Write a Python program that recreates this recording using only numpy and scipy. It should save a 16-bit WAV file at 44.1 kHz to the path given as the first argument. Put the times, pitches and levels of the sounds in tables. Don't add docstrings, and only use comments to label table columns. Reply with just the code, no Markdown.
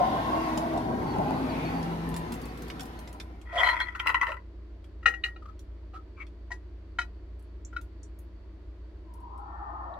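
import sys
import numpy as np
from scipy import signal
from scipy.fft import rfft, irfft, next_fast_len
from scipy.io import wavfile
from scipy.ndimage import uniform_filter1d, map_coordinates

SR = 44100
rng = np.random.default_rng(int(sys.argv[2]) if len(sys.argv) > 2 else 0)


def generate_wav(sig):
    pcm = np.round(np.clip(np.atleast_2d(sig).T, -1, 1) * 32767).astype(np.int16)
    wavfile.write(sys.argv[1], SR, pcm)


N = 440559


def amp(db):
    return 10 ** (np.asarray(db) / 20)


def unit(x):
    return x / np.sqrt(np.mean(x ** 2) + 1e-20)


def along(points, hz):
    f, v = np.transpose(points)
    return np.interp(np.log(hz + 1), np.log(f + 1), v)


def curves(rows):
    s, *cols = np.transpose(rows)
    return [np.interp(np.arange(N) / SR, s, c) for c in cols]


def wobble(rate):
    steps = np.arange(0, N + 64, 64)
    points = rng.standard_normal(int(N * rate / SR) + 4)
    coarse = map_coordinates(points, [steps * rate / SR])
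    return np.interp(np.arange(N), steps, coarse)


def step(s, takes):
    return .5 + .5 * np.tanh((np.arange(N) / SR - s) / takes)


def filtered(x, response):
    n = x.shape[-1]
    m = next_fast_len(n + 8192)
    return irfft(rfft(x, m) * response(np.fft.rfftfreq(m, 1 / SR)), m)[..., :n]


def rush(spectrum):
    # pitch_hz, likeness (0 to 1)
    likeness = [(60, 0.91), (250, 0.99), (600, 0.64), (1500, 0.26), (4000, 0.0058), (12000, 0.032)]

    def middle_and_side(hz):
        turn = np.arccos(np.clip(along(likeness, hz), -1, 1)) / 2
        return amp(along(spectrum, hz)) * np.array([np.cos(turn), np.sin(turn)])

    mid, side = filtered(rng.standard_normal((2, N)), middle_and_side)
    return unit(np.array([mid + side, mid - side]))


def drifting(x, depth_db):
    z = signal.stft(x, nperseg=2048)[2]
    field = rng.standard_normal(z.shape[1:])
    field = uniform_filter1d(field, size=3, axis=0)
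    field = uniform_filter1d(field, size=10, axis=1)
    return unit(signal.istft(z * amp(depth_db * unit(field)), nperseg=2048)[1][:, :N])


def body(modes, f):
    return sum(amp(db) * (1j * f * w / (c * c - f * f + 1j * f * w)) ** 2 for c, w, db in modes)


def add(track, s, sound):
    part = track[..., round(s * SR):][..., :sound.shape[-1]]
    part += sound[..., :part.shape[-1]]


def placed(x, wet_db):
    # pitch_hz, time to fade by 60 dB (s)
    echo_fade = [(300, 0.3), (2000, 0.071), (6000, 0.087), (14000, 0.19)]
    hz, t, z = signal.stft(rng.standard_normal((2, SR // 4)), SR, nperseg=256)
    fading = z * amp(-60 * t / along(echo_fade, hz)[:, None])
    tail = signal.istft(fading, SR, nperseg=256)[1]
    wet = signal.fftconvolve(x[None], tail, axes=1)[:, :len(x)]
    return x + amp(wet_db) * unit(wet) * np.std(x)


def aside(x, lag):
    return filtered(x, lambda hz: np.exp(np.pi * 1j * hz * lag * np.array([[-1], [1]])))


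def facing(x):
    # pitch_hz, left minus right (dB)
    ports = [(200, -9), (1000, 3), (2000, 6.5), (4000, -4), (8000, 1.5), (12000, -2)]
    toned = filtered(x, lambda hz: amp(along(ports, hz) * np.array([[.5], [-.5]])))
    return aside(toned, lag=.00005)


def passing_vehicle():
    # time_s, exhaust_db, tyre_roar_db, tread_hiss_db
    levels = [(0, -34, -30.5, -44), (.5, -36.5, -36.5, -42.5), (.9, -32, -38, -48.5),
              (1.3, -32, -35.5, -45.5), (1.62, -33.5, -38.5, -44.5), (2.35, -40, -49, -49.5),
              (2.95, -45, -51, -53), (3.45, -57, -65, -68.5)]
    # pitch_hz, relative level (dB per Hz)
    exhaust_colour = [(41, -43), (70, -12), (81, -5.5), (155, 1), (188, -3.5), (227, 2.5), (320, 1),
                      (404, -4.5), (520, -7), (680, -40), (1140, -120)]
    # pitch_hz, relative level (dB per Hz)
    roar_colour = [(250, -25), (420, -16.5), (517, -6), (624, 4.5), (905, 5), (1100, 1.5), (1240, -16),
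                   (1570, -8.5), (1800, -41), (2340, -54), (3960, -120)]
    # pitch_hz, relative level (dB per Hz)
    hiss_colour = [(760, -26), (1300, 5.5), (1570, -1.5), (1800, 2.5), (2380, -3.5), (4040, -9.5),
                   (4490, -11), (7000, -21.5), (9100, -50.5), (15400, -120)]
    # pitch_hz, relative level (dB per Hz)
    air_colour = [(3240, -30), (5500, -10), (7760, -11.5), (8400, -7), (9850, -9.5), (12200, -5),
                  (13800, -15), (15800, -17.5)]
    # peak_s, half_length_s, pitch_hz, width_hz, level_db
    hiss_swells = [(0.152, .25, 3260, 1100, -52), (1.623, 0.15, 2360, 600, -45.5)]
    # start_s, level_db
    seams = [(.575, -30), (.739, -29), (.845, -39), (1.03, -34.5), (1.163, -29), (1.186, -28), (1.309, -25)]
    # start_s, length_s, start_hz, end_hz, level_db (before wobble)
    drone_notes = [(0, 1.41, 245, 238, -35.5), (0.124, .82, 320, 318.9, -32), (1.049, 0.86, 254, 274, -34),
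                   (1.546, 0.86, 166, 166.8, -33), (2.29, 0.83, 166, 165.5, -47.5)]
    slap_colour = [(90, -39), (200, 7), (400, -22), (650, 1), (900, -2), (1200, -41), (2500, -52), (6000, -80)]
    seam_decay_s = 0.038
    air_db = -15.5

    t = np.arange(N) / SR
    exhaust_db, roar_db, hiss_db = curves(levels)
    out = amp(exhaust_db - 0.5 + 1.0 * wobble(20)) * rush(exhaust_colour)
    out += amp(roar_db + 3.0 + 0.9 * wobble(21.86)) * drifting(rush(roar_colour), depth_db=4)
    out += amp(hiss_db + 0.41 * wobble(14)) * drifting(rush(hiss_colour), depth_db=3)
    out += amp(hiss_db + air_db) * rush(air_colour)

    for s, half, hz, width, db in hiss_swells:
        noise = rng.standard_normal((2, N))
        sharp = unit(filtered(noise, lambda f: body([(hz, width, 0)], f)))
        out += amp(db) * np.exp(-((t - s) / half) ** 2) * sharp

    slaps = sum(amp(db) * (t > s) * np.exp(-np.abs(t - s) / seam_decay_s) for s, db in seams)
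    out += slaps * rush(slap_colour)

    for s, length, start_hz, end_hz, db in drone_notes:
        u = np.clip((t - s) / length, 0, 1)
        hz = (start_hz + (end_hz - start_hz) * u) * (1 + 0.0138 * wobble(25.43))
        phase = 2 * np.pi * np.cumsum(hz) / SR
        out += amp(db + 1.1 * wobble(11)) * np.sin(np.pi * u) * np.sin(phase)

    last_s = levels[-1][0]
    gone = np.exp(-np.maximum(0, t - last_s) / 0.15)
    return aside(out * gone, lag=-0.0003) * amp([[.6], [-.6]])


def idling_truck():
    # multiple of the firing rate, level_db (rms, before wobble)
    orders = [(.5, -73), (1, -45), (1.247, -59.5), (1.5, -56), (3.302, -67.5), (5.5, -72)]
    # pitch_hz, relative level (dB per Hz)
    murmur_colour = [(20, -31.5), (42, 5), (75, -3.5), (105, -13.5), (150, -20), (250, -14.5), (320, -3),
                     (400, -11), (480, -19), (700, -22.5), (1000, -62.5)]
    # pitch_hz, relative level (dB per Hz)
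    street_colour = [(290, -43), (500, -14.5), (595, -3), (749, -14), (958, -8), (1370, -13), (1860, -14.5),
                     (2630, -19.5), (4180, -23), (4500, -24.5), (7040, -36), (11200, -48), (15800, -51)]
    firing_hz = 58.1
    phase = 2 * np.pi * firing_hz * np.arange(N) / SR + 0.034 * wobble(9.5)
    engine = 0
    for k, db in orders:
        engine = engine + amp(db + 2.1 * wobble(30)) * np.sin(k * phase + rng.uniform(0, 2 * np.pi))
    return np.sqrt(2) * engine + amp(-52.5) * rush(murmur_colour) + amp(-66) * rush(street_colour)


def insects():
    shrill = rush([(3900, -40.0), (4450, 1.0), (4560, 2.0), (4700, -8.5), (5200, -37)])
    return amp(-83.5 + 1.4 * wobble(11)) * shrill


def bird():
    # start_s, length_s, start_hz, end_hz (before warble), level_db (before echo)
    chirps = [(.427, 0.051, 4490, 4540, -56), (1.048, 0.11, 4620, 4300, -54),
              (1.487, 0.046, 4860, 4080, -48.5), (1.644, .053, 4500, 4230, -49),
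              (1.705, 0.144, 4550, 4640, -55), (2.432, 0.025, 4630, 4440, -54),
              (2.48, 0.04, 4530, 4380, -56), (2.967, 0.041, 4400, 4180, -59)]
    out = np.zeros((2, N))
    for s, length, start_hz, end_hz, db in chirps:
        u = np.minimum(np.arange(SR // 4) / SR / length, 1)
        hz = (start_hz + (end_hz - start_hz) * u) * (1 + .017 * wobble(130)[:len(u)])
        tone = np.sin(2 * np.pi * np.cumsum(hz) / SR)
        add(out, s, placed(amp(db) * np.sin(np.pi * u) * tone, wet_db=-4.5))
    return out


def grit():
    # time_s, level_db (before a common cut), centre_hz, spread (octaves)
    ticks = [(.5756, -30, 3200, 1.4), (.7761, -40.5, 3640, 1), (1.8284, -39, 2600, 1.2),
             (2.0904, -43, 11000, 0.49), (2.1415, -36, 2600, 1.5), (2.1644, -32.5, 6000, 2.4),
             (2.3221, -34, 4000, 2.4), (2.34, -39, 3500, 2), (2.701, -32.5, 2000, 0.93),
             (2.796, -35, 2400, 1.2), (2.807, -34, 2980, 1.8), (3.0754, -41.5, 3000, 0.96),
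             (3.1285, -46, 5000, 2.3), (3.2004, -32.5, 3040, 1), (3.4146, -50, 2360, 1.16),
             (4.8429, -53, 2600, 1.1), (5.593, -50, 5500, 0.86), (6.2677, -51.5, 2400, 0.93),
             (7.3946, -61.5, 11200, .8), (7.425, -63, 9200, .3), (7.6495, -41.5, 6800, 0.14),
             (7.8134, -51.5, 6980, 2), (8.0314, -46.5, 6760, 0.25), (8.1893, -51.5, 11500, 0.61),
             (9.1381, -56, 8500, 0.66), (9.2035, -64, 11500, .6), (9.3774, -61, 7000, 1),
             (9.9398, -56, 3500, 0.18)]
    tone = [(300, -12), (900, 3), (12500, -3.5), (15500, -9)]  # (Hz, dB)
    scuff_from_s, scuff_to_s, scuff_db = 2.35, 3.05, -42.5
    out = np.zeros((2, N))
    t = np.arange(SR // 8) / SR
    crush = t * np.exp(-t / 0.0016)
    scuffs = []
    for when, faint in rng.random(size=(8, 2)):
        scuffs.append((scuff_from_s + (scuff_to_s - scuff_from_s) * when, scuff_db - 4 * faint, 7000, 1.8))

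    for s, db, centre_hz, spread in ticks + scuffs:
        pings = [(hz * np.exp(.06 * rng.standard_normal()), 450, 1) for hz in (3400, 5600, 7200, 11000)]

        def colour(f):
            octaves = np.log2((f + 1) / centre_hz)
            hump = amp(-31) + np.exp(-.5 * (octaves / spread) ** 2)
            return hump * amp(along(tone, f)) * (1 + body(pings, f))

        snap = filtered(rng.standard_normal(len(t)) * crush, colour)
        add(out, s - .001, placed(amp(db - 23) * unit(snap), wet_db=3))
    return out * amp([[-.7], [.7]])


def rolling_jack():
    # start_s, rise_s, hold_s, release_s, grinding level_db
    shoves = [(3.456, .14, 0.11, 0.313, -27.5), (3.928, 0.13, 0.23, .14, -39.5)]
    # pitch_hz, width_hz, level_db
    chassis = [
        [(681, 160, -21), (1003, 160, -3.5), (1321, 390, -7), (1946, 75, 1.5), (2000, 400, -7),
         (2390, 210, -23.5), (3240, 260, -17)],
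        [(500, 230, -27.5), (1014, 180, 2), (1345, 180, 0.5), (1870, 43, 1), (1970, 130, 4), (2620, 460, -12.5),
         (2790, 450, -25), (3970, 120, -22)],
    ]
    # time_s, level_db (before a common cut and echo), low thud against the whole (dB)
    jolts = [(3.587, -18.5, 2), (3.606, -19, 0.5), (3.634, -10, -9), (3.673, -13.5, 4.5), (3.689, -13, -5),
             (3.731, -17, 18.5), (3.767, -18, -3), (3.803, -14.5, 0), (3.812, -15, -3), (3.872, -29, -8.5),
             (3.886, -28, -13), (3.951, -30, -5), (4, -20.5, -10), (4.062, -19, 19), (4.071, -10.5, -24),
             (4.093, -12, -1), (4.101, -16, -2), (4.145, -10, -7), (4.153, -15, -21), (4.214, -13, -7),
             (4.232, -14.5, 0), (4.269, -18.5, -6), (4.291, -23.5, 1), (4.319, -21, .5), (4.343, -30.5, -2),
             (4.369, -32.5, -1)]
    crunch = [(200, -22.0), (600, 19.5), (5000, 7), (7000, -1.5), (12000, -6.5), (15500, -17.5)]  # (Hz, dB)
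    shove_depth_db = 29.5
    rattle_db, rattle_s = -13.5, 0.011
    out = np.zeros((2, N))
    t = np.arange(SR // 5) / SR
    since = np.arange(SR * 3 // 4) / SR

    def ring(f, modes):
        return body(modes, f) + amp(along(crunch, f) - 39.5)

    for (start, rise, hold, release, grind_db), modes in zip(shoves, chassis):
        slack = np.maximum(0, np.maximum(1 - since / rise, (since - rise - hold) / release))
        level = amp(grind_db - shove_depth_db * slack)
        for s, db, thud_db in jolts:
            second_start = shoves[1][0]
            if (s < second_start) != (start < second_start):
                continue
            struck = []
            for hz, width, mode_db in modes:
                struck.append((hz * (1 + .015 * rng.standard_normal()), width, mode_db + rng.normal(0, 2.3)))
            thud = [(1300, thud_db), (1800, 0)]
            blow = rng.standard_normal(len(t)) * t * np.exp(-t / 0.00085)
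            jolt = filtered(blow, lambda f: ring(f, struck) * amp(along(thud, f)))
            add(out, s - .0015, placed(amp(db - 5.0) * jolt / np.abs(jolt).max(), wet_db=1.0))
            after = start + since - s
            rattle = amp(db + rattle_db) * (after > 0) * np.exp(-np.abs(after) / rattle_s)
            level = np.hypot(level, rattle)
        grains = rng.standard_normal((3, len(level))) * (rng.random(len(level)) < 2000 / SR)
        grinding = filtered(grains[0] + 1.7 * grains[1:], lambda f: ring(f, modes))
        add(out, start, level * unit(grinding))
    return out


def friction(rows, rasp_db, steadiness):
    rasp_colour = [(300, -37.0), (1000, 10), (5000, -6), (14000, -25)]  # (Hz, dB)
    out = np.zeros((2, N))
    for s, length, hz, width, db in rows:
        u = np.minimum(np.arange(SR // 6) / SR / length, 1)
        slips = rng.standard_normal(len(u)) * (rng.random(len(u)) < 3000 / SR)
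        ring = signal.hilbert(filtered(slips, lambda f: body([(hz, width, 0)], f)))
        ring = unit(ring.real / np.abs(ring) ** np.clip(steadiness, 0, 1))
        rasp = unit(filtered(slips, lambda f: amp(along(rasp_colour, f))))
        swell = np.sqrt(np.abs(np.sin(np.pi * u)))
        add(out, s, placed(amp(db) * (ring + amp(rasp_db) * rasp) * swell, wet_db=-1.5))
    return out


def wheel_squeaks():
    # start_s, length_s, pitch_hz, width_hz, level_db (before rasp and echo)
    squeaks = [(3.525, 0.15, 657, 141.3, -35), (3.575, 0.039, 3220, 240, -31), (3.63, .1, 4110, 170, -39.5),
               (3.64, 0.07, 3130, 220, -40.5), (3.8, 0.021, 3320, 200, -36.5),
               (3.795, 0.049, 4170, 170, -44.5), (3.948, 0.014, 1360, 199, -34.5),
               (3.994, 0.011, 2314, 260, -31.5), (3.994, 0.011, 3240, 240, -35.5),
               (4.07, 0.038, 1000, 201, -36.5), (4.21, 0.032, 1120, 220, -36),
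               (4.275, 0.044, 548, 149.7, -42)]
    return friction(squeaks, rasp_db=-10.5, steadiness=0.25)


def knocks(rows, modes, crack_db, clang_db):
    crack_colour = [(300, -8.5), (1000, 2.5), (3000, 3.5), (6000, 8.5), (12000, -16.5), (15000, -23.0)]  # (Hz, dB)
    out = np.zeros((2, N))
    t = np.arange(SR // 4) / SR
    hz, level, t60 = np.transpose(modes)[:, :, None]
    swell_in = 1 - np.exp(-(t / 0.0058) ** 2)
    grip = .25 + np.exp(-(t / .008) ** 2)
    for s, db, thud_db, body_db, chink_db in rows:
        upper_db = clang_db + chink_db / 2
        balance = [(1000, thud_db), (1300, body_db), (1450, body_db), (1750, 0), (2050, 0.0065),
                   (2400, upper_db), (3100, upper_db), (3800, chink_db)]
        strength = level + along(balance, hz) + rng.standard_normal(hz.shape)
        pitch = hz * (1 + 0.0056 * rng.standard_normal(hz.shape))
        drift = .005 * np.cumsum(rng.standard_normal((len(hz), len(t))), axis=1)
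        turns = pitch * t + drift + rng.random(hz.shape)
        ring = np.sum(amp(strength - 60 * t / t60) * np.sin(2 * np.pi * turns), axis=0)
        crack = filtered(rng.standard_normal(len(t)), lambda f: amp(along(crack_colour, f)))
        crack *= amp(crack_db - 60 * t / 0.027) + amp(crack_db - 4.5 - 60 * t / 0.099)
        blow = amp(db) * swell_in * (amp(-3) * grip * ring + crack)
        add(out, s - .002, placed(blow, wet_db=-5))
    return out


def handle_seating():
    # thud_db, body_db, chink_db
    clanks = [(5.029, -40.5, -9, 10, -14.5), (5.058, -7, -9, 2, -7), (5.078, -16, -7, 1, -9),
              (5.138, -27, -9, -1, -13.5), (5.238, -19, -19, -7, 7), (5.246, -24, -18, -5, -14),
              (5.259, -28, -11.5, -4, -13.5), (5.284, -41.5, -20, 7, -15), (5.361, -48, 10, 14, 8),
              (5.938, -54, 22, -4, 4)]
    # pitch_hz, level_db, time to fade by 60 dB before the grip (s)
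    socket = [(488, -10, 0.12), (774, -7, 0.18), (925, -19, 0.059), (1326, 0.5, 0.061), (1417, -8, 0.15),
              (1797, -7.5, 0.1), (1904, 4.5, 0.18), (2057, -11, 0.12), (2463, -4.5, .09), (2822, 0, 0.08),
              (2940, -14, 0.15), (3895, -1.5, 0.06), (4000, -10.5, 0.089), (4340, -16, 0.0803)]
    return knocks(clanks, socket, crack_db=-25.0, clang_db=3.5)


def handle_rubs():
    # start_s, length_s, pitch_hz, width_hz, level_db (before rasp and echo)
    rubs = [(5.42, 0.015, 1260, 109, -50.5), (5.455, 0.0095, 1263, 60, -44), (5.478, 0.029, 1280, 60, -50),
            (5.932, 0.05, 1282, 89, -44.5), (6.17, 0.059, 1220, 216, -53), (6.165, 0.047, 2330, 500, -61),
            (6.198, 0.037, 2180, 323, -44.5)]
    return friction(rubs, rasp_db=-14.5, steadiness=0.59)


def pump_strokes():
    # thud_db, body_db, chink_db
    strokes = [(6.506, -37, 14, -7, -14), (6.516, -24, -3.5, -20, -38), (6.987, -18.5, 3, 2, 3),
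               (7.014, -31.5, -10, -2, 9.5), (7.728, -47, 5, 12, -10), (7.764, -37.5, -14, 16, 12)]
    # pitch_hz, level_db, time to fade by 60 dB before the grip (s)
    linkage = [(705, -14, 0.13), (857, -8, .06), (982, -6.5, 0.0706), (1384, 4.5, 0.086),
               (1444, -5.5, 0.17), (1660, -6.5, 0.1), (1913, 4, 0.13), (2216, -0.5, 0.081), (2525, 1, 0.15),
               (3060, 3, 0.072), (3750, -15, .09), (3983, -11.5, .11), (4200, -21, 0.096),
               (5140, -20, 0.094)]
    return knocks(strokes, linkage, crack_db=-18.0, clang_db=-6.5)


def approaching_car():
    car_s, build_s, far_db, near_db = 9.016, .19, -84, -38.5
    low_start_hz, low_fall_hz_per_s = 925, 400
    high_far_hz, high_near_hz, open_s, open_takes_s = 1060, 1334, 9.33, 0.073
    whine_s, whine_rise_s, whine_db = 9.5, 0.049, -60
    since = np.maximum(0, np.arange(N) / SR - car_s)
    roar_db = near_db + (far_db - near_db) * np.exp(-since / build_s) + 0.68 * wobble(12)
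    noise = drifting(rush([(300, -0.5), (3000, -3.5), (5000, -40)]), depth_db=4.5)
    hz, t, z = signal.stft(noise, SR, nperseg=2048)
    hz = hz[:, None] + 1
    low_hz = low_start_hz - low_fall_hz_per_s * np.maximum(0, t - car_s)
    high_hz = np.interp(t, [open_s - open_takes_s, open_s + open_takes_s], [high_far_hz, high_near_hz])
    band = 1 / (1 + np.abs(low_hz / hz) ** 16 + (hz / high_hz) ** 20)
    even_band = band / np.linalg.norm(band, axis=0)
    roar = signal.istft(z * even_band, SR, nperseg=2048)[1][:, :N]
    whine = rush([(1400, -34.0), (1700, 4), (1800, 11.0), (2000, -9), (2600, -58)])
    out = amp(roar_db) * step(car_s, .04) * unit(roar)
    out += amp(whine_db) * step(whine_s, whine_rise_s) * whine
    return aside(out, lag=0.00025) * amp([[2.4], [-2.4]])


def scene():
    background = passing_vehicle() + idling_truck() + insects() + bird()
    rolling = rolling_jack() + wheel_squeaks()
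    pumping = handle_seating() + handle_rubs() + pump_strokes()
    return background + grit() + facing(rolling + pumping) + approaching_car()


def record(dry):
    top_hz = 15850
    return filtered(dry, lambda hz: hz < top_hz)


dry = scene()
out = record(dry)
generate_wav(out)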